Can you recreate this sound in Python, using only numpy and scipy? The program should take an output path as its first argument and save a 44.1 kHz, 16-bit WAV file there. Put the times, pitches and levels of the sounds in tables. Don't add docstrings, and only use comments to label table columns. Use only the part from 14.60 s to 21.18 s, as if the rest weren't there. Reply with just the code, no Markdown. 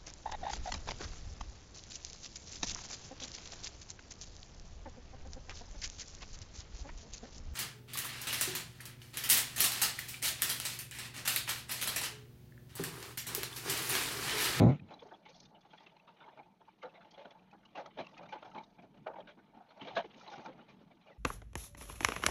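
import sys
import numpy as np
from scipy import signal
from scipy.fft import rfft, irfft, next_fast_len
from scipy.io import wavfile
from scipy.ndimage import uniform_filter1d, map_coordinates

SR = 44100
rng = np.random.default_rng(int(sys.argv[2]) if len(sys.argv) > 2 else 0)


def unload_audio(sound):
    columns = np.transpose(np.atleast_2d(sound))
    steps = np.round(np.clip(columns, -1, 1) * 32767)
    wavfile.write(sys.argv[1], SR, steps.astype(np.int16))


N = 290178
LEAD = SR // 30

# (frequency [Hz], relative density [dB per Hz])
GLASS = [(180, -53.5), (300, -16), (433, -17.5), (659, -10.5), (795, -12.5), (890, -7), (1030, -22.5),
         (1500, -22.5), (1800, -28), (2340, -56), (3960, -120)]
# (frequency [Hz], relative density [dB per Hz])
SPLASH = [(650, -28.5), (1100, 3.5), (1580, -8), (2070, 0), (2260, 0.5), (2380, 3), (2600, -3), (2720, -2),
          (2940, -0.5), (4060, -6), (4600, -29), (5980, -42), (10100, -120)]
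# (frequency [Hz], relative density [dB per Hz])
FIZZ = [(2530, -34), (4300, -13), (4430, -13.5), (4970, -17.5), (6460, -20), (10900, -120)]


def amp(db):
    return 10 ** (np.asarray(db) / 20)


def unit(x):
    return x / np.sqrt(np.mean(x ** 2) + 1e-20)


def peak(x):
    return x / np.sqrt(np.max(uniform_filter1d(x ** 2, size=200)))


def curves(rows):
    times, *columns = np.transpose(rows)
    return [np.interp(np.arange(N) / SR, times, column) for column in columns]


def filtered(x, response):
    size = next_fast_len(len(x) + 4096)
    spectrum = rfft(x, size) * response(np.fft.rfftfreq(size, 1 / SR))
    return irfft(spectrum, size)[:len(x)]


def colour(points):
    f, db = np.transpose(points)
    return lambda hz: amp(np.interp(np.log(hz + 1), np.log(f + 1), db))


def spot(spectrum, uneven_db, step_hz):
    knots = rng.standard_normal(128)
    uneven = lambda hz: np.interp(hz / step_hz, np.arange(len(knots)), knots)
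    return lambda hz: colour(spectrum)(hz) * amp(uneven_db * uneven(hz))


def resonant(modes):
    def mode(f, centre, width, db):
        return amp(db) * 1j * f * width / (centre * centre - f * f + 1j * f * width)
    return lambda f: sum((-1) ** k * mode(f, *row) for k, row in enumerate(modes))


def speckled(spectrum, patchy_db, span_hz, span_s, tick_db, ticks):
    knot_positions = np.arange(N + 512) * ticks / SR
    beat = map_coordinates(rng.standard_normal(N // 100), [knot_positions])
    noise = amp(tick_db * beat) * rng.standard_normal(N + 512)
    z = signal.stft(noise, nperseg=512)[2]
    field = rng.standard_normal(z.shape)
    for axis, span in enumerate((span_hz * 512 / SR, span_s * SR / 256)):
        bell = np.exp(-.5 * (np.arange(-8, 9) / span) ** 2)
        field = signal.fftconvolve(field, np.expand_dims(bell, 1 - axis), mode="same")
    patchy = signal.istft(z * amp(patchy_db * unit(field)), nperseg=512)[1][:N]
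    return unit(filtered(patchy, colour(spectrum)))


def contact(rise_s, spread_s):
    t = (np.arange(SR // 6) - LEAD) / SR
    width = np.where(t < .002, rise_s, spread_s)
    splinters = map_coordinates(rng.standard_normal(64), [np.clip(t * 130, 0, 60)])
    return t, np.exp(-((t - .002) / width) ** 2) * amp(2.0 * (splinters - splinters[LEAD]))


def ring(t, push, hz, waver, width_hz):
    walk = np.cumsum(rng.standard_normal(len(t))) / np.sqrt(SR)
    phase = 2 * np.pi * (hz * t + rng.random()) + waver * walk
    return peak(filtered(push * np.sin(phase), resonant([(hz, width_hz, 0)])))


def patter():
    # (time [s], patter on the glass [dB], fine spatter [dB], cabin murmur [dB])
    patter_levels = [(0.15, -69, -78, -57), (0.44, -63, -71, -65), (0.6, -67, -77, -68),
                     (0.78, -69, -75, -66), (0.95, -69, -83, -67), (1.22, -69, -70, -71),
                     (1.44, -71, -79, -73), (1.67, -66, -71.5, -70), (1.87, -71.5, -81.5, -71.5),
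                     (2.12, -74.5, -77.5, -70), (2.48, -63.5, -71.5, -68), (2.76, -68, -76, -70.5),
                     (2.96, -70.5, -77.5, -68.5), (3.32, -69, -72, -66.5), (3.64, -61.5, -67.5, -63),
                     (3.82, -59.5, -67.5, -65), (4.0, -64.5, -79.5, -66), (4.27, -75, -80, -63.5),
                     (4.61, -67, -76.5, -62.5), (4.97, -71, -80, -68), (5.2, -63.5, -71.5, -71),
                     (5.38, -62, -67.5, -62), (5.61, -64, -67, -66), (5.81, -69, -66, -67.5),
                     (5.95, -63.5, -71, -61.5), (6.31, -73, -75.5, -65.5), (6.58, -69, -78.5, -72.5)]
    # (time [s], half length to 1/e [s], level [dB])
    sprays = [(0.457, 0.12, -80.5), (0.805, 0.072, -67), (1.192, 0.13, -85.5), (2.542, 0.022, -83),
              (3.51, 0.081, -81), (3.964, 0.15, -80), (5.35, 0.1, -81), (5.615, 0.047, -68),
              (5.741, 0.05, -67), (5.844, 0.028, -74), (6.5, .08, -94)]
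    # (frequency [Hz], relative density [dB per Hz])
    cabin_spectrum = [(15, -45.5), (25, -7.5), (60, -11.5), (81, -12.5), (188, 6), (271, -4.5), (321, -2),
                      (366, -12), (450, -6), (580, -40.5), (990, -120)]
    mist_db, mist_grows = -87, .7
    t = np.arange(N) / SR
    glass_db, splash_db, cabin_db = curves(patter_levels)
    swell_db = splash_db - splash_db.mean()
    mist = amp(mist_db + mist_grows * swell_db)
    spray = sum(amp(db) * np.exp(-((t - s) / half) ** 2) for s, half, db in sprays)
    glass = speckled(GLASS, patchy_db=3, span_hz=60, span_s=.01, tick_db=2.5, ticks=50)
    splash = speckled(SPLASH, patchy_db=3.5, span_hz=70, span_s=.007, tick_db=3.5, ticks=110)
    fizz = speckled(FIZZ, patchy_db=3, span_hz=100, span_s=.008, tick_db=3.5, ticks=120)
    cabin = speckled(cabin_spectrum, patchy_db=2.2, span_hz=50, span_s=.02, tick_db=1.5, ticks=20)
    on_glass = amp(glass_db) * glass + amp(splash_db) * splash
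    return on_glass + (mist + spray) * fizz + amp(cabin_db) * cabin


def droplets():
    # (time [s], level before the common trim [dB], pitch [Hz],
    #            fizz re ping and spatter [dB], spread [s])
    landings = [(0.1968, -45.5, 2450, -30, 0.0047), (0.2885, -53, 2600, -27, 0.0065),
                (0.307, -57, 1480, -7, 0.013), (0.339, -42, 3960, -12, 0.0071),
                (0.393, -46, 3480, -32, 0.011), (0.4195, -52, 3480, -22, 0.0051),
                (0.49, -58, 3120, -25, 0.009), (0.51, -47, 1480, -31, 0.0099),
                (0.537, -50, 3360, -30, 0.013), (0.6542, -46, 2236, -14, 0.024),
                (0.6907, -58, 2720, 7, 0.015), (0.7446, -51.5, 3450, -26, 0.005),
                (0.7746, -63, 4080, -12, 0.009), (0.8033, -58, 3920, 14.5, 0.0045),
                (0.853, -51, 3640, -15, 0.0096), (0.9488, -52, 3000, -26, 0.021),
                (1.0096, -57, 3440, -2.5, 0.017), (1.1057, -53, 3340, -28, 0.027),
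                (1.1343, -48, 1510, -32, 0.017), (1.176, -46.5, 3300, -28, 0.017),
                (1.267, -45.5, 2750, -29.5, 0.0064), (1.3665, -56, 4100, -14, 0.0034),
                (1.3975, -52.5, 2650, -17.5, 0.0049), (1.4747, -48.5, 1307, -32, 0.023),
                (1.6052, -47, 1417, -29, 0.027), (1.6384, -48.5, 2150, -27, 0.0079),
                (1.6621, -58, 3300, -27, 0.0054), (1.6862, -53.5, 1670, -29, 0.014),
                (1.7746, -51, 1310, -24.5, 0.011), (1.791, -47.5, 2300, -29, 0.009),
                (1.8312, -57, 2470, -21.5, 0.016), (2.0093, -63, 3340, -27.5, 0.006),
                (2.0872, -57.5, 2350, -24, 0.013), (2.2192, -44, 2130, -23, 0.027),
                (2.2293, -39, 1360, -13.5, 0.0068), (2.257, -46, 1390, -40, 0.0075),
                (2.2944, -57, 2670, -17, 0.019), (2.353, -49.5, 2194, -33, 0.02),
                (2.4083, -47.5, 1476, -38, 0.017), (2.5098, -55.5, 3210, 4.5, 0.011),
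                (2.5433, -48.5, 3320, -19, 0.011), (2.5916, -52, 3290, -30, 0.019),
                (2.6544, -41, 1405, -33, 0.0045), (2.7075, -46.5, 3400, -8.5, 0.0035),
                (2.7932, -57, 2710, -16.5, 0.0057), (2.9123, -54, 2550, -8.5, 0.0067),
                (3.031, -56, 1430, -17, 0.027), (3.0535, -48.5, 2910, -9, 0.0099),
                (3.1541, -40.5, 2640, -12, 0.027), (3.1736, -38.5, 1494, -14, 0.016),
                (3.1951, -42.5, 1310, -12, 0.019), (3.261, -38.5, 1270, -10, 0.0084),
                (3.3194, -62, 2160, -25, 0.008), (3.3866, -37, 1694, -32, 0.012),
                (3.4111, -41, 2300, -29, 0.015), (3.445, -46.5, 2780, -26, 0.009),
                (3.468, -39, 2740, -11, 0.003), (3.51, -60, 1950, -19, 0.009),
                (3.5425, -51, 2830, -28, 0.009), (3.5685, -46.5, 1250, -30, 0.01),
                (3.578, -42.5, 2480, -8, 0.013), (3.63, -44.5, 1316, -14, 0.009),
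                (3.6585, -48, 1340, -15, 0.009), (3.6912, -46.5, 2330, -11, 0.027),
                (3.7241, -39.5, 1468, -13.5, 0.017), (3.779, -54, 1550, -29, 0.0051),
                (3.8267, -43, 1280, -33, 0.012), (3.8572, -47, 1370, -17, 0.0078),
                (3.9165, -47, 1300, -33, 0.01), (3.9496, -47.5, 1323, -26, 0.009),
                (3.9802, -39.5, 2256, -19, 0.01), (4.0362, -50, 3760, -4, 0.009),
                (4.186, -50, 2300, -35, 0.015), (4.2225, -54, 2435, -10, 0.0098),
                (4.343, -69, 2750, -19, 0.011), (4.376, -60.5, 2850, -8, 0.0064),
                (4.4687, -34.5, 1324, -26, 0.01), (4.536, -52, 1570, -27, 0.0077),
                (4.558, -50, 2190, -35, 0.02), (4.6047, -46, 3300, -33, 0.0068),
                (4.6743, -45, 1485, -40, 0.027), (4.708, -52, 3280, -32, 0.012),
                (4.788, -53, 1450, -28, 0.013), (4.8599, -67, 3400, -22, 0.0063),
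                (4.951, -59, 1350, -30, 0.016), (5.0883, -57, 4250, -16, 0.026),
                (5.1038, -52.5, 1416, -20, 0.014), (5.2106, -37, 3000, -35, 0.012),
                (5.2356, -46, 2840, -19, 0.015), (5.2804, -45, 3810, -30, 0.017),
                (5.3114, -48, 3020, -26, 0.007), (5.3545, -36.5, 3830, -10, 0.013),
                (5.3665, -25, 1542, -19, 0.015), (5.441, -47, 2140, -27, 0.009),
                (5.5074, -55, 3000, -21, 0.009), (5.535, -55, 3140, -13, 0.009),
                (5.5834, -56, 2940, -8, 0.025), (5.6115, -43, 1370, -15, 0.0079),
                (5.6782, -41.5, 3980, -17, 0.009), (5.702, -47, 3630, -4, 0.0071),
                (5.7166, -50, 2320, -1, 0.011), (5.729, -41.5, 1500, -14, 0.017),
                (5.7948, -46.5, 1530, -15, 0.0068), (5.8346, -58, 1900, -7, 0.014),
                (5.8599, -37, 1290, -10.5, 0.0068), (5.9912, -49, 1360, -25, 0.0076),
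                (6.0876, -53.5, 2380, -6, 0.027), (6.2158, -61, 1550, -11, 0.0081),
                (6.3115, -53, 2310, -28, 0.009), (6.42, -61, 3980, -13, 0.0069),
                (6.4708, -49.5, 2420, -17.5, 0.021), (6.4977, -51.5, 1324, -34, 0.0079),
                (6.5151, -53.5, 1960, -28, 0.016)]
    rise_s, trim_db = 0.0037, -13
    out = np.zeros(N + SR)
    for s, db, hz, fizz_db, spread_s in landings:
        t, push = contact(rise_s, spread_s)
        spatter_noise, fizz_noise = push * rng.standard_normal((2, len(t)))
        ping = ring(t, push, hz, waver=38, width_hz=230)
        spatter = peak(filtered(spatter_noise, spot(SPLASH, uneven_db=7.5, step_hz=219.5)))
        fizz = peak(filtered(fizz_noise, colour(FIZZ)))
        sound = ping + amp(-3.5) * spatter + amp(fizz_db) * fizz
        out[round(s * SR) - LEAD:][:len(t)] += amp(db + trim_db) * sound
    return out[:N]


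def drops():
    # (time [s], level before the common trim [dB], glass pitch [Hz],
    #            panel thud re glass mode [dB], splash re glass mode [dB], spread [s])
    landings = [(0.282, -56, 847, -10, -11, 0.033), (0.309, -42.5, 800, -9, -7.5, 0.037),
                (0.424, -43.5, 460, -15, -12, 0.012), (0.452, -48, 409, -9, -31, 0.04),
                (0.52, -42, 753, -31, -39, 0.029), (0.662, -49.5, 850, -13, -11, 0.013),
                (0.688, -53.5, 546, -16, 0, 0.03), (1.051, -54, 811, -15, -9, 0.017),
                (1.137, -48, 866, -10.5, -11, 0.016), (1.206, -52.5, 875, -7, -3, 0.033),
                (1.266, -55, 396, -11.5, 4, 0.012), (1.368, -55.5, 953, -10.5, -5.5, 0.0095),
                (1.481, -50.5, 915, -18, -7, 0.028), (1.613, -49, 942, -20, -19, 0.031),
                (1.649, -51, 908, -27, -14, 0.052), (1.681, -42.5, 917, -28.5, -25, 0.028),
                (1.775, -48.5, 884, -5, -10, 0.029), (1.796, -44.5, 814, -17, -24, 0.024),
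                (1.861, -57.5, 877, -3, -9.5, 0.023), (2.012, -53, 864, -12, -23.5, 0.016),
                (2.083, -47, 933, -21, -21, 0.011), (2.236, -36.5, 557, -24, -20.5, 0.04),
                (2.343, -53, 588, -7, -6, 0.034), (2.449, -52.5, 833, -6, -4, 0.0092),
                (2.581, -45, 608, -19, -5.5, 0.013), (2.595, -44.5, 564, -17, -7, 0.05),
                (2.649, -42.5, 594, -6.5, -16, 0.048), (2.714, -51, 690, -26, -3, 0.012),
                (2.754, -50.5, 868, -14.5, -20, 0.026), (2.932, -49, 841, -19.5, -21.5, 0.015),
                (2.948, -50.5, 830, -14, -26, 0.013), (3.156, -41, 737, -20, -9, 0.052),
                (3.172, -41, 840, -6.5, -8, 0.043), (3.188, -38, 594, -26, -17, 0.036),
                (3.245, -48.5, 850, -20, -14, 0.046), (3.261, -46.5, 643, -13, -15, 0.022),
                (3.377, -38, 604, -3, -8.5, 0.044), (3.39, -32, 628, -7, -8, 0.032),
                (3.591, -43, 704, -21, -19, 0.015), (3.61, -45, 550, -14, -22, 0.02),
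                (3.634, -46.5, 630, -15, -10, 0.039), (3.729, -35, 879, -22, -8, 0.026),
                (3.758, -36.5, 844, -22, -29, 0.018), (3.828, -43, 639, -20, -7, 0.011),
                (3.85, -44, 754, -17, -14, 0.032), (3.95, -36.5, 895, -6, -14, 0.058),
                (4.19, -51.5, 710, 3, -15, 0.025), (4.234, -49.5, 678, 0, -12, 0.033),
                (4.346, -55, 563, -10, -7, 0.03), (4.469, -30.5, 623.7, -25, -30, 0.035),
                (4.495, -41, 550, -11, -33, 0.038), (4.538, -44, 880, -22, -19, 0.012),
                (4.562, -41, 836, -22, -25, 0.023), (4.589, -38, 650, -26, -21, 0.023),
                (4.675, -50.5, 594, -11, 0, 0.045), (4.775, -56.5, 912, 5.5, -12, 0.016),
                (4.946, -52.5, 806, 2, -12, 0.051), (4.976, -46, 788, -3, -21, 0.013),
                (5.004, -49, 765, -19, -30, 0.029), (5.109, -52, 900, -22, -7, 0.015),
                (5.198, -49, 851, -7, -5, 0.025), (5.218, -46.5, 876, 8, 2, 0.023),
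                (5.251, -44, 660, -1, -0.5, 0.04), (5.274, -39.5, 511, -19, -2, 0.026),
                (5.307, -43.5, 758, -27, -4.5, 0.074), (5.371, -23.5, 668, -17, -7.5, 0.032),
                (5.447, -40, 407, -18, -11, 0.019), (5.554, -60, 910, 14, -4, 0.031),
                (5.603, -55, 974, -16, -7, 0.018), (5.632, -52, 710, -17, -11, 0.025),
                (5.666, -48.5, 724, -25, 0, 0.028), (5.685, -41.5, 823, -20, -18, 0.018),
                (5.719, -40, 822, -11, -8.5, 0.053), (5.782, -46, 827, 5, -5, 0.023),
                (5.796, -46, 818, -9, -20, 0.055), (5.853, -37.5, 859, -5, -15, 0.032),
                (5.885, -42, 536, 0, -14, 0.04), (5.988, -56.5, 815, 9, -11, 0.045),
                (6.085, -57.5, 608, -13, 1.5, 0.044), (6.209, -58.5, 565, 8, -6, 0.034),
                (6.308, -54.5, 610, 0, -19, 0.025), (6.465, -52, 635, -22.5, -10.5, 0.049),
                (6.506, -52, 504, -18, -10, 0.021)]
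    rise_s, trim_db = 0.0063, -8.5
    out = np.zeros(N + SR)
    for s, db, glass_hz, thud_db, splash_db, spread_s in landings:
        t, push = contact(rise_s, spread_s)
        glass_noise, thud_noise, splash_noise = push * rng.standard_normal((3, len(t)))
        mode = ring(t, push, glass_hz, waver=20.3, width_hz=710)
        onset = 1 + 0.36 * np.exp(-((t - .001) / 0.01) ** 2)
        rattle = peak(filtered(glass_noise * onset, spot(GLASS, uneven_db=3.5, step_hz=91.4)))
        thud = peak(filtered(thud_noise, lambda f: resonant([(230, 200, 0)])(f) ** 2))
        crack = 1 + 1.1 * np.exp(-(t / 0.002) ** 2)
        splash = peak(filtered(crack * splash_noise, spot(SPLASH, uneven_db=2.5, step_hz=163.7)))
        fizz = peak(filtered(splash_noise, colour(FIZZ)))
        sound = mode + amp(-1.5) * rattle + amp(thud_db) * thud
        sound += amp(splash_db) * (splash + amp(-18.0) * fizz)
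        out[round(s * SR) - LEAD:][:len(t)] += amp(db + trim_db) * sound
    return out[:N]


def wiper():
    # (time [s], slip rate [1/s], thrum [dB], overtone [dB re thrum],
    #         knock [dB re thrum], wet rasp [dB re thrum])
    blade = [(0.008, 100, -16.5, -2, -8.5, -29.5), (0.03, 109, -22.5, 6, -2.5, -26.5),
             (0.062, 120, -19.5, -12.5, -13.5, -36.5), (0.1, 135, -24, -10, -8, -26.5),
             (0.16, 147, -42, -6.5, -18, -20), (0.194, 150, -77.5, -4, -7, -1),
             (0.224, 100, -47.5, -10, -22, -49), (0.3, 106, -68.5, -12, -1, 6)]
    # (frequency [Hz], width [Hz], level [dB]), both squared below
    cowl_lowest, cowl_next = [(124, 110, 0)], [(230.8, 24, 1), (296, 35, -11.5)]
    # (frequency [Hz], width [Hz], level [dB])
    arm_modes = [(370, 55, 7.5), (540, 37, 2), (610, 47, 1.5), (835, 91, -5.5), (992, 37, -5),
                 (1520, 57, -15)]
    # (frequency [Hz], relative density [dB per Hz])
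    rasp_spectrum = [(900, -42), (1300, -1), (1600, -11.5), (2200, -3), (2700, -13.5), (3300, -17),
                     (3900, -11.5), (4500, -25.5), (5500, -29), (7000, -26), (8000, -53)]
    jitter, scatter_db = .12, 1.5
    rate, thrum_db, overtone_db, knock_db, rasp_db = curves(blade)
    t = np.arange(N) / SR
    count = np.arange(1, 40)
    chance = rng.standard_normal((len(count), 2))
    times = np.interp(count - 1.2 + jitter * chance[:, 0], np.cumsum(rate) / SR, t)
    slips = np.bincount((times * SR).astype(int), amp(scatter_db * chance[:, 1]), N)
    slips = filtered(slips, lambda f: np.exp(-(f / 1500) ** 2))

    def norm(x):
        return x / np.std(x[:SR // 4])

    roughness = np.array([[.06], [.15], [.3]])
    drive = norm(slips) + roughness * rng.standard_normal((3, N))
    thrum = norm(filtered(drive[0], lambda f: resonant(cowl_lowest)(f) ** 2))
    overtone = norm(filtered(drive[1], lambda f: resonant(cowl_next)(f) ** 2))
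    broad = resonant([(700, 1400, 0)])
    arm = norm(filtered(drive[2], lambda f: resonant(arm_modes)(f) * broad(f) ** 2))
    rasp = speckled(rasp_spectrum, patchy_db=3, span_hz=150, span_s=.012, tick_db=1.5, ticks=110)
    rest = np.clip((.33 - t) / 0.043, 0, 1)
    mix = thrum + amp(overtone_db) * overtone + amp(knock_db) * arm + amp(rasp_db) * rasp
    return rest * amp(thrum_db) * mix


def scene():
    return (patter() + droplets() + drops() + wiper())[None]


def record(dry):
    # (frequency [Hz], gain [dB])
    capsule = [(7100, -0.5), (7600, -17.5), (9000, -41.5)]
    # (frequency [Hz], relative density [dB per Hz])
    hiss_spectrum = [(20, -6), (3500, 4), (6300, 3), (7400, -1), (9000, 0), (15500, -1)]
    top_hz = 15450
    hiss = amp(-91) * unit(filtered(rng.standard_normal(N), colour(hiss_spectrum)))
    heard = filtered(dry[0], colour(capsule))
    return filtered(heard + hiss, lambda hz: hz < top_hz)[None]


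dry = scene()
out = record(dry)
unload_audio(out)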